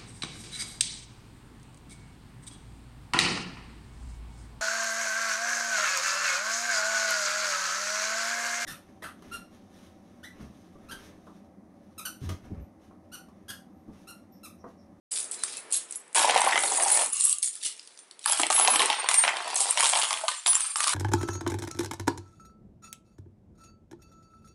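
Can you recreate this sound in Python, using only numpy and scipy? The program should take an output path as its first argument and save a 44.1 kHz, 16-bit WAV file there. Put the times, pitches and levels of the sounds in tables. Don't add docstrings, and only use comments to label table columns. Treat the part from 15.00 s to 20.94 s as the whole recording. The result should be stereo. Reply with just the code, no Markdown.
import sys
import numpy as np
from scipy import signal
from scipy.fft import rfft, irfft, next_fast_len
from scipy.io import wavfile
from scipy.ndimage import uniform_filter1d, map_coordinates

SR = 44100
rng = np.random.default_rng(int(sys.argv[2]) if len(sys.argv) > 2 else 0)


def volts_from_db(level):
    exponent = np.asarray(level, float) / 20
    return 10 ** exponent


def unload_audio(sound):
    columns = np.transpose(np.atleast_2d(sound))
    steps = np.round(np.clip(columns, -1, 1) * 32767)
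    wavfile.write(sys.argv[1], SR, steps.astype(np.int16))


N = 261954

# (time [s], level [dB])
AIR_LEVEL = [(.11, -45), (.72, -43.5), (.78, -47.5), (2.2, -58), (3.2, -54.5), (5.27, -59), (5.32, -82),
             (5.94, -82)]
# (frequency [Hz], density [dB])
AIR_SPECTRUM = [(25, -19), (100, 13), (300, 6.5), (650, -2), (1500, -8.5), (2200, -7.5), (4500, -19),
                (7000, -19), (10000, -9)]
# (frequency [Hz], gain [dB])
MIC_RESPONSE = [(60, -30.5), (150, -18.5), (400, -2.5), (1400, 3), (3000, 0.5), (5500, 2), (7500, -2),
                (10500, -2)]
# (frequency [Hz], t60 [s])
ROOM_DECAY = [(300, 0.1), (2000, 0.33), (10000, 0.17)]
# (frequency [Hz], likeness [0-1])
PORT_LIKENESS = [(200, 0.94), (700, 0.78), (1500, 0.41), (4000, 0), (9000, 0)]
# (time [s], tick [Hz], knock [Hz])
SLAB_LOAD = [(.11, 4780, 900), (1.13, 4750, 810), (1.16, 2890, 840), (1.57, 2216, 760), (2.05, 2590, 760),
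             (2.24, 4710, 1193), (3.2, 4534, 1080), (3.43, 2564, 878), (3.8, 3065, 894), (4.3, 2278, 831),
             (4.65, 3930, 827), (4.85, 3246, 922), (5.15, 2997, 965), (5.7, 4100, 1160)]

COIN_MODE_HZ = [7995, 10793, 9050, 10110, 8829, 10589, 8064, 10995, 8549, 6880, 7337, 9749, 8646, 9189,
                10980, 9860, 8740]
# (time [s], peak level [dB])
FLIGHTS = [
    [(.122, -29), (.14, -37), (.207, -36), (.333, -35), (1.015, -48), (1.055, -60)],
    [(.772, -22), (.965, -31), (1, -44), (1.19, -22), (1.225, -22.5), (1.26, -34), (3.291, -25),
     (3.325, -22), (3.354, -39)],
    [(2.996, -46), (3.03, -50)],
    [(3.32, -18), (3.545, -26), (3.567, -20), (3.59, -16), (3.622, -16), (3.651, -16.5), (3.713, -14.5),
     (3.74, -21), (3.765, -28)],
    [(3.956, -36), (3.978, -40), (4.003, -25), (4.04, -38), (4.075, -35), (4.155, -20), (4.187, -10),
     (4.208, -22), (4.227, -19), (4.25, -29), (5.375, -36), (5.419, -47)],
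    [(3.533, -29), (3.553, -17.5), (3.576, -24), (3.637, -22), (3.709, -24), (3.76, -22)],
    [(3.677, -41), (3.74, -29), (3.765, -25)],
    [(3.679, -25), (3.72, -24), (3.759, -24), (3.799, -22), (3.822, -26)],
    [(4.619, -20), (4.646, -26), (4.704, -20), (4.9, -25), (4.925, -33), (4.974, -27)],
    [(4.817, -33), (4.875, -36), (4.97, -38), (5.02, -36), (5.061, -34)],
    [(5.365, -46), (5.39, -35.5), (5.447, -45), (5.481, -30), (5.556, -18), (5.578, -48)],
    [(5.487, -17.5), (5.506, -13.5), (5.522, -21), (5.54, -24), (5.57, -24)],
    [(5.635, -23.5), (5.668, -27), (5.711, -32), (5.74, -35)],
    [(5.612, -24.5), (5.672, -29), (5.711, -29), (5.74, -34)],
    [(5.675, -36), (5.72, -44)],
    [(1.921, -13), (1.958, -13.5), (2.011, -26), (2.039, -17.5), (2.135, -20.5)],
    [(2.024, -24), (2.211, -21), (2.244, -18), (2.29, -19)],
]
# (time [s], frequency [Hz], peak level [dB])
BRIEF_FLASHES = [
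    (1.48, 10800, -25.5),
    (1.776, 9300, -20),
    (1.83, 9250, -17),
    (2.251, 10570, -18),
    (2.274, 10500, -17),
    (2.32, 8310, -17.5),
    (.39, 4060, -49),
    (.42, 4020, -44),
    (.58, 2610, -45),
]

# (from [s], to [s])
SETTLING = (2.1, 2.34)
# (frequency [Hz], level [dB])
SETTLING_MODES = [
    (1160, -54),
    (2800, -49),
]

# (from [s], to [s], first level [dB], last level [dB], tick under the clink [dB])
PALM = [(0.09, 0.217, -26.5, -29, -15.5), (0.311, 0.379, -24, -48, -12), (0.386, 0.543, -44, -37.5, -1.5),
        (0.701, 0.74, -37, -20, -14), (0.884, 0.958, -46, -49, -8), (2.12, 2.302, -28.5, -24, -15),
        (2.422, 2.5, -13, -36.5, -20.5), (2.524, 2.6, -37, -48.5, -5.5), (2.599, 2.631, -46, -31, -4),
        (2.645, 2.773, -23, -59.5, -3), (2.756, 3.19, -52.5, -69, 1.5), (3.202, 3.25, -56, -41, 0)]
# (from [s], to [s], first level [dB], last level [dB])
POUR = [(1.141, 1.286, -18.5, -31), (1.324, 1.61, -34, -33.5), (1.588, 1.954, -25, -24),
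        (1.908, 2.08, -18, -30.5), (3.267, 3.35, -29, -30), (3.371, 3.46, -20, -38.5),
        (3.5, 3.824, -23.5, -37.5), (3.783, 4.077, -25, -56), (4.107, 4.257, -22, -32.5),
        (4.232, 4.545, -47, -42), (4.549, 4.766, -21, -37), (4.771, 4.988, -25.5, -27),
        (4.97, 5.28, -27, -39), (5.278, 5.455, -30, -49), (5.459, 5.556, -23, -50),
        (5.566, 5.74, -30, -38.5), (5.755, 5.94, -29.5, -26)]
# (from [s], to [s], first level [dB], last level [dB], knock over the tick [dB])
SKITTER = [(1.154, 1.56, -25, -29.5, -1.5), (1.595, 2.012, -36.5, -32.5, 0.5),
           (3.273, 3.467, -28.5, -39, -6.5), (3.513, 3.9, -32, -28, -2.2), (3.91, 4.248, -30, -33.5, -6),
           (4.226, 4.442, -30.5, -35, -2.5), (4.455, 4.742, -34.5, -32.5, -2.5),
           (4.765, 4.928, -29, -35, -4), (4.919, 5.253, -29.5, -43, 0), (5.3, 5.44, -33, -49.5, -12),
           (5.458, 5.514, -27, -38, -6), (5.535, 5.695, -35, -39.5, -8.5), (5.77, 5.94, -35.5, -26.5, -5.5)]
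# (from [s], to [s], first level [dB], last level [dB])
ROLL = [
    (1.16, 1.5, -49, -48.5),
    (1.54, 2.08, -47, -57),
    (3.39, 3.47, -42, -48.5),
    (3.5, 3.79, -56.5, -41.5),
    (3.79, 4.08, -41, -69),
    (4.22, 4.5, -52, -64),
    (4.5, 5.29, -66, -69.5),
    (5.46, 5.6, -62, -76),
    (5.76, 5.84, -71, -82),
]

# (centre [Hz], log spread, t60 [s])
CRACK = (6460, 0.421, 0.013)
# (log spread, t60 [s])
THUD = (.28, .06)

# (time [s], peak level [dB], tick level [dB])
PALM_CLINKS = [(0.117, -25, -37), (0.16, -25, -24), (0.1732, -24, -29), (0.186, -21, -34),
               (0.3125, -17.5, -62), (0.4361, -4.5, -25), (0.5696, -11.5, -46), (0.5789, -25, -35),
               (0.7135, -25, -45), (0.7247, -13.5, -48), (0.7444, -12, -45), (0.7642, -14.5, -34),
               (0.909, -22, -52), (0.9238, -21, -47), (0.933, -36, -48), (0.942, -37, -45),
               (0.951, -29, -50), (1.079, -40, -67), (0.9576, -17.5, -60),
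               (2.132, -13, -42), (2.209, -10, -30.5), (2.24, -5, -52), (2.27, -24, -52), (2.295, -6, -49),
                (2.3272, -4.5, -29.5), (2.384, -19, -41.5), (2.4307, -17, -27), (2.4759, -12.5, -37),
                (2.5533, -21, -52), (2.6625, -15, -34), (2.7944, -38, -32.5), (2.874, -37, -43),
                (2.975, -37, -49), (2.99, -31, -48), (3.111, -30.5, -43), (3.1922, -33, -44),
               (1.129, -33, -50),
    (3.242, -25, -41),
]
# (time [s], glass tick level [dB],
# slab knock level [dB], coin clink level [dB])
SHOWER_LANDINGS = [(1.1485, -19.5, -35, -23), (1.1592, -25, -37, -22), (1.165, -26, -23, -14),
                   (1.1724, -16, -24, -25), (1.1839, -27, -36, -21), (1.1932, -18, -24, -15),
                   (1.2272, -19.0, -30, -14), (1.2527, -16, -33, -22), (1.2751, -26, -20, -20.5),
                   (1.2822, -26, -19.5, -38), (1.2897, -20, -26, -35), (1.2955, -11.5, -12, -29),
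                   (1.3082, -26, -31, -18), (1.3496, -14, -42, -24), (1.3604, -37, -6, -28.0),
                   (1.3653, -14, -24, -27), (1.3766, -17, -25, -11), (1.3872, -37, -40, -35),
                   (1.4059, -43, -37, -12), (1.4165, -20, -14.5, -8.5), (1.4474, -39, -31, -16),
                   (1.4645, -20, -14, -32), (1.4883, -21, -38, -35), (1.4933, -21.5, -35, -31),
                   (1.5102, -31, -8, -18), (1.5239, -12.5, -19, -43), (1.5309, -11, -27, -38),
                   (1.557, -10, -20, -36), (1.5768, -10, -27, -21), (1.6361, -18, -26.5, -18),
                   (1.7313, -46, -40, -24), (1.7699, -54, -32, -24), (1.7988, -20.5, -21, -36),
                   (1.8346, -48, -29, -9), (1.8827, -26, -27, -12.5), (1.9026, -28, -36, -14),
                   (1.9224, -45, -42.5, -14), (1.9301, -60, -56, -9.5), (1.9564, -33, -43, -18),
                   (1.9731, -43, -44, -18), (1.9908, -20.5, -17.5, -38), (2.0108, -45, -32, -20),
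                   (2.0194, -35, -25, -34), (2.035, -42, -28, -15), (2.0443, -34, -40, -31),
                   (2.0614, -47, -57, -16),
                   (3.2535, -45, -51, -31), (3.2591, -20, -19, -12.5), (3.2978, -32, -25, -11),
                 (3.322, -52, -30, -11), (3.3322, -18.5, -28, -15.5), (3.347, -38, -37, -24.0),
                 (3.3724, -23, -49, -28), (3.3885, -34, -43, -22), (3.3988, -23, -46, -16),
                 (3.4157, -31, -48, -13), (3.4328, -12, -24, -26), (3.4672, -31, -39.0, -14.5),
                 (3.5019, -16, -16, -12.5), (3.5077, -23, -37, -10), (3.5193, -33, -45, -20.0),
                 (3.5262, -23.5, -45, -16), (3.5644, -22, -40, -23), (3.5796, -28.0, -21.5, -25),
                 (3.5883, -20, -26, -21), (3.5972, -26, -18, -10), (3.6109, -20, -24, -22),
                 (3.6482, -14.5, -20, -27), (3.6753, -15.5, -40, -9), (3.6802, -19, -10.5, -10.5),
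                 (3.7087, -34, -27, -24), (3.7262, -42, -35.0, -24), (3.731, -42, -44, -27),
                 (3.7386, -37, -19.5, -15), (3.7513, -27, -35.0, -31.0), (3.7585, -14, -25, -11.5),
                 (3.7945, -11, -17, -35), (3.8032, -12, -15, -21), (3.8188, -12, -45, -17),
                 (3.8273, -21, -16.5, -23), (3.8582, -49, -37, -10.5), (3.9008, -12, -11.5, -22.5),
                 (3.9129, -25, -37, -37), (3.9283, -15, -29, -26), (3.94, -34, -32, -47.0),
                 (4.0429, -29.5, -24.5, -29),
                   (4.088, -14, -30, -9), (4.0942, -24, -24, -6.5), (4.1054, -36, -47.0, -30),
                (4.113, -21, -22, -15), (4.1422, -20, -25, -12), (4.238, -11.5, -23, -24),
                (4.249, -15, -25, -36), (4.2845, -12, -28, -32), (4.2782, -8.5, -16, -20),
                (4.2912, -14, -36, -30), (4.3688, -20, -22, -25.5), (4.4774, -35, -31, -26),
                (4.502, -35, -35, -24), (4.5438, -43, -38.0, -19), (4.5637, -26, -31, -24),
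                (4.6048, -35, -31, -10), (4.6126, -35, -45, -6), (4.6677, -45, -35, -27),
                (4.6891, -45, -45, -35), (4.6995, -46, -31, -15), (4.7084, -44, -47, -5.5),
                (4.7743, -14.5, -24.5, -13), (4.783, -16.5, -30, -24), (4.799, -21, -21.5, -19),
                (4.806, -16, -31, -11.5), (4.8272, -29, -23.5, -14), (4.8336, -18, -24, -13),
                (4.8427, -12.5, -27, -15), (4.85, -20, -28.0, -16), (4.8572, -21, -34, -8.5),
                (4.8653, -29, -27, -12), (4.87, -28, -36, -10), (4.891, -34, -40, -15),
                (4.8974, -22, -34, -11),
                   (4.9333, -10, -17.5, -16), (4.9529, -18, -36, -23), (4.959, -18, -26, -31),
              (4.9738, -17, -31, -29), (4.9892, -26, -33, -9.5), (4.997, -44, -30, -20),
              (5.0161, -16.5, -37, -20), (5.0227, -17, -33, -32), (5.0299, -25, -23.5, -33),
              (5.0378, -18, -37, -25), (5.0442, -25, -31, -18), (5.052, -25, -32, -23),
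              (5.1072, -19, -26, -17.5), (5.129, -24.5, -23, -19), (5.1383, -22, -36, -31),
              (5.173, -21.5, -40, -39), (5.188, -27, -57, -48), (5.2818, -17, -25, -13),
              (5.2877, -25, -26, -17), (5.4618, -15.5, -22.5, -16), (5.469, -28, -36, -15.0),
              (5.4781, -30, -24, -4.5), (5.5311, -21, -31, -25), (5.548, -44, -49, -18),
              (5.5526, -24.5, -37, -7.5), (5.5661, -39, -33, -25), (5.606, -38, -44, -18),
              (5.7581, -24.5, -22.5, -10), (5.7693, -46, -49, -15), (5.8045, -21.5, -26, -13.5),
              (5.8364, -27, -30, -9), (5.8416, -21.5, -24, -17), (5.8728, -22, -33, -13),
              (5.8805, -19, -30, -22), (5.893, -33, -38, -15), (5.9092, -29, -36, -23)]
# (time [s], peak level [dB], frequency [Hz])
FLAT_LANDINGS = [(1.174, -14.5, 900), (1.2435, -9.5, 793), (1.472, -11, 847), (1.563, -13.5, 901),
                 (3.685, -11, 876), (3.808, -17, 896), (3.89, -23, 850), (4.937, -27, 996),
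                 (1.635, -18.5, 755), (1.715, -17.5, 748), (1.782, -18, 810), (1.859, -18, 820),
                 (1.946, -25, 810), (1.988, -26, 670), (2.021, -19, 676), (3.395, -15.5, 858),
                 (5.236, -21, 665)]

TOP_HZ = 11050
CLINK_HZ = 9078


def unit(x):
    return x / np.sqrt(np.mean(x ** 2) + 1e-20)


def along(points, hz):
    f, v = np.transpose(points)
    return np.interp(np.log(hz + 1), np.log(f + 1), v)


def curves(rows):
    s, *cols = np.transpose(rows)
    return [np.interp(np.arange(N) / SR, s, c) for c in cols]


def filtered(x, response):
    m = next_fast_len(N + SR // 2)
    return irfft(rfft(x, m) * response(np.fft.rfftfreq(m, 1 / SR)), m)[..., :N]


def evened(x):
    return x / np.sqrt(np.abs(uniform_filter1d(np.mean(x ** 2, 0), SR // 12)) + 1e-9)


def bursts(rows, shift_db=0):
    attack_s, release_db_per_s = 0.005, 272
    t, power = np.arange(N) / SR, np.full(N, 1e-12)
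    for (start, end, first_db, last_db, *_), extra_db in zip(rows, np.broadcast_to(shift_db, len(rows))):
        db = np.interp(t, [start, end], [first_db, last_db])
        db = db - release_db_per_s * np.maximum(t - end, 0)
        rise = np.clip((t - start) / attack_s, 0, 1)
        power += (volts_from_db(db + extra_db) * rise) ** 2
    return np.sqrt(power)


def contacts(times, gains, centre_hz, modes, count, rise_s=0.00015):
    spread, t60 = modes
    size = int(min(t60, 0.04) * SR)
    draw = rng.standard_normal((len(times), 2 * count + 2))
    hz = np.reshape(centre_hz, (-1, 1)) * np.exp(spread * draw[:, :count])
    hz = np.abs(TOP_HZ - np.abs(TOP_HZ - hz))
    share = volts_from_db(0.51 * draw[:, count:-2])
    share /= np.linalg.norm(share, axis=1, keepdims=True)
    life = t60 * volts_from_db(1.6 * draw[:, -2:-1])
    at = (times * SR).astype(int)[:, None] + np.arange(size)
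    out = []
    for side in (-0.5, 0.5):
        delay = 0.0001 - side * 2.5e-5 * (0.5 + draw[:, -1:])
        t = np.maximum(np.arange(size) / SR - delay, 0)
        shape = gains[:, None] * volts_from_db(-60 * t / life) * (1 - np.exp(-t / rise_s))
        ring = sum(share[:, [k]] * np.sin(2 * np.pi * hz[:, [k]] * t + k * k) for k in range(count))
        out.append(np.bincount(at.ravel(), (shape * ring).ravel(), N + SR)[:N])
    return np.array(out)


def slab_modes(times):
    return [hz[(times * SR).astype(int)] for hz in curves(SLAB_LOAD)]


def air():
    shared, own = rng.standard_normal(N), rng.standard_normal((2, N))
    noise = filtered(shared + 0.5 * own, lambda hz: volts_from_db(along(AIR_SPECTRUM, hz)))
    return volts_from_db(curves(AIR_LEVEL)[0]) * unit(noise)


def room(x):
    delay, block = 130, SR // 4
    out = np.zeros((2, N + SR))
    for at in range(0, N, block):
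        hz, t, z = signal.stft(rng.standard_normal((2, SR // 2)), SR, nperseg=256)
        turn = np.arccos(np.clip(along(PORT_LIKENESS, hz), 0, 1))[:, None] / 2
        mid, side = z[0] * np.cos(turn), z[1] * np.sin(turn)
        decay = volts_from_db(-60 * t / along(ROOM_DECAY, hz)[:, None])
        tail = signal.istft(np.array([mid + side, mid - side]) * decay, SR, nperseg=256)[1]
        wet = signal.fftconvolve(x[:, at:at + block], tail / np.linalg.norm(tail[0]), axes=1)
        out[:, at + delay:at + delay + wet.shape[1]] += wet
    return out[:, :N]


def wobble():
    times = np.linspace(*SETTLING, 60) + rng.normal(0, 0.001, 60)
    out = np.zeros((2, N))
    for hz, db in SETTLING_MODES:
        gains = volts_from_db(db - 3.0 + rng.normal(0, 6.3, len(times)))
        out += contacts(times, gains, hz, (0.025, 0.035), count=2)
    return out


def rings():
    turn_s = 0.0088
    crowd_from_s, crowd_to_s, crowd_rough = 1.7, 2.4, 1.2
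    t, out = np.arange(N) / SR, np.zeros((2, N))
    drift = 0.9 * map_coordinates(rng.standard_normal(500), [t * 55])
    knots = rng.standard_normal((2, 2000))
    flutter_db = np.array([map_coordinates(k, [t * 300]) for k in knots])
    jolts = ((t > crowd_from_s) & (t < crowd_to_s)) * np.sum(flutter_db, 0)
    drift = drift + crowd_rough * np.roll(jolts, 900)
    flutter_db = flutter_db + 2 * jolts - 3 * np.abs(np.sign(jolts))
    flashes = BRIEF_FLASHES + [(s, hz, db) for hz, turns in zip(COIN_MODE_HZ, FLIGHTS) for s, db in turns]
    for s, hz, db in flashes:
        near = slice(int((s - 0.05) * SR), int((s + 0.05) * SR))
        swell = volts_from_db(db) * np.exp(-0.5 * ((t[near] - s) / turn_s) ** 2)
        phase = 2 * np.pi * hz * t[near] + drift[near] + [[0], [0.4]]
        out[:, near] += swell * np.sin(phase)
    return out * volts_from_db(flutter_db)


def rattle():
    clink_modes, tick_modes, knock_modes = (0.132, 0.0089), (0.372, 0.036), (0.19, 0.014)
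    times, luck = rng.uniform((0, 0), (N / SR, 1), (3600, 2)).T
    sizes = volts_from_db(-3.2 * np.log(luck + 0.02))
    tick_hz, knock_hz = slab_modes(times)
    coins = bursts(PALM + POUR)
    glass = np.hypot(bursts(PALM, [row[-1] for row in PALM]), bursts(SKITTER))
    slab = bursts(SKITTER, [row[-1] for row in SKITTER])
    clink = evened(contacts(times, sizes, CLINK_HZ, clink_modes, count=3))
    tick = evened(contacts(times, sizes, tick_hz, tick_modes, count=4))
    crack = evened(contacts(times, sizes, CRACK[0], CRACK[1:], count=4))
    few = slice(0, None, 4)
    knock = evened(contacts(times[few], sizes[few], knock_hz[few], knock_modes, count=2))
    thud = evened(contacts(times[few], sizes[few], 301, THUD, count=3))
    out = volts_from_db(-1.5) * coins * clink
    out += volts_from_db(-8.0) * glass * tick
    out += volts_from_db(-8.5) * np.sqrt(coins * glass) * crack
    out += volts_from_db(-4.0) * slab * knock
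    out += volts_from_db(9.0) * bursts(ROLL) * thud
    return out


def flat_landings():
    times, peak_db, hz = np.transpose(FLAT_LANDINGS)
    return contacts(times, volts_from_db(peak_db - 0.5), hz, (0.15, 0.045), count=6, rise_s=0.00087)


def slab_blows(landings):
    times, glass_db, knock_db, coin_db = landings.T
    tick_hz, knock_hz = slab_modes(times)
    knock = contacts(times, volts_from_db(knock_db + 6.5), knock_hz, (0.17, 0.02), count=6, rise_s=0.00074)
    slap = contacts(times, volts_from_db((glass_db + coin_db) / 2 + 8), 4726, (0.6, 0.0035), count=16)
    sheet_hz = np.where(tick_hz > 2600, 3150, 2050)
    sheet = contacts(times, volts_from_db(glass_db - 6.0), sheet_hz, (0.05, 0.03), count=3, rise_s=0.0017)
    return knock + slap + sheet


def hits():
    palm = [(s, tick + 6.5, clink) for s, clink, tick in PALM_CLINKS]
    landings = np.array(SHOWER_LANDINGS)
    glass = [(s, tick + 2.5, clink + 3) for s, tick, knock, clink in landings]
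    times, tick_db, clink_db = np.transpose(palm + glass)
    tick_hz = slab_modes(times)[0]
    clink = contacts(times, volts_from_db(clink_db + 3.5), CLINK_HZ, (0.14, 0.011), count=14, rise_s=0.0004)
    tick = contacts(times, volts_from_db(tick_db - 1.0), tick_hz, (0.27, 0.013), count=14, rise_s=0.00049)
    crack = contacts(times, volts_from_db((clink_db + tick_db) / 2 + 0.5), CRACK[0], (0.5, 0.004), count=14)
    return clink + tick + crack + slab_blows(landings) + flat_landings()


def scene():
    small, blows, tones = rattle() + wobble(), hits(), rings()
    wet = room(volts_from_db(-1.5) * small + volts_from_db(-6.0) * blows + volts_from_db(-24) * tones)
    ports = volts_from_db([[0.6], [-0.6]])
    return (small + blows + tones + wet) * ports + air()


def roll_off(x):
    return signal.sosfilt(signal.butter(12, 12300, fs=SR, output="sos"), x)


def record(dry):
    peak, start_s = 0.5, 0.108
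    x = filtered(dry, lambda hz: volts_from_db(along(MIC_RESPONSE, hz)))
    x = x / (1 + np.abs(x / peak) ** 4) ** (1 / 4)
    x = filtered(x, lambda hz: (1 / (1 + (hz / TOP_HZ) ** 200) + volts_from_db(-62)) * hz / (hz + 120))
    fade_in = np.clip((np.arange(N) / SR - start_s) / 0.015, 0, 1)
    fade_out = np.clip((N - np.arange(N)) / 130, 0, 1)
    return roll_off(x * fade_in * fade_out)


dry = scene()
out = record(dry)
unload_audio(out)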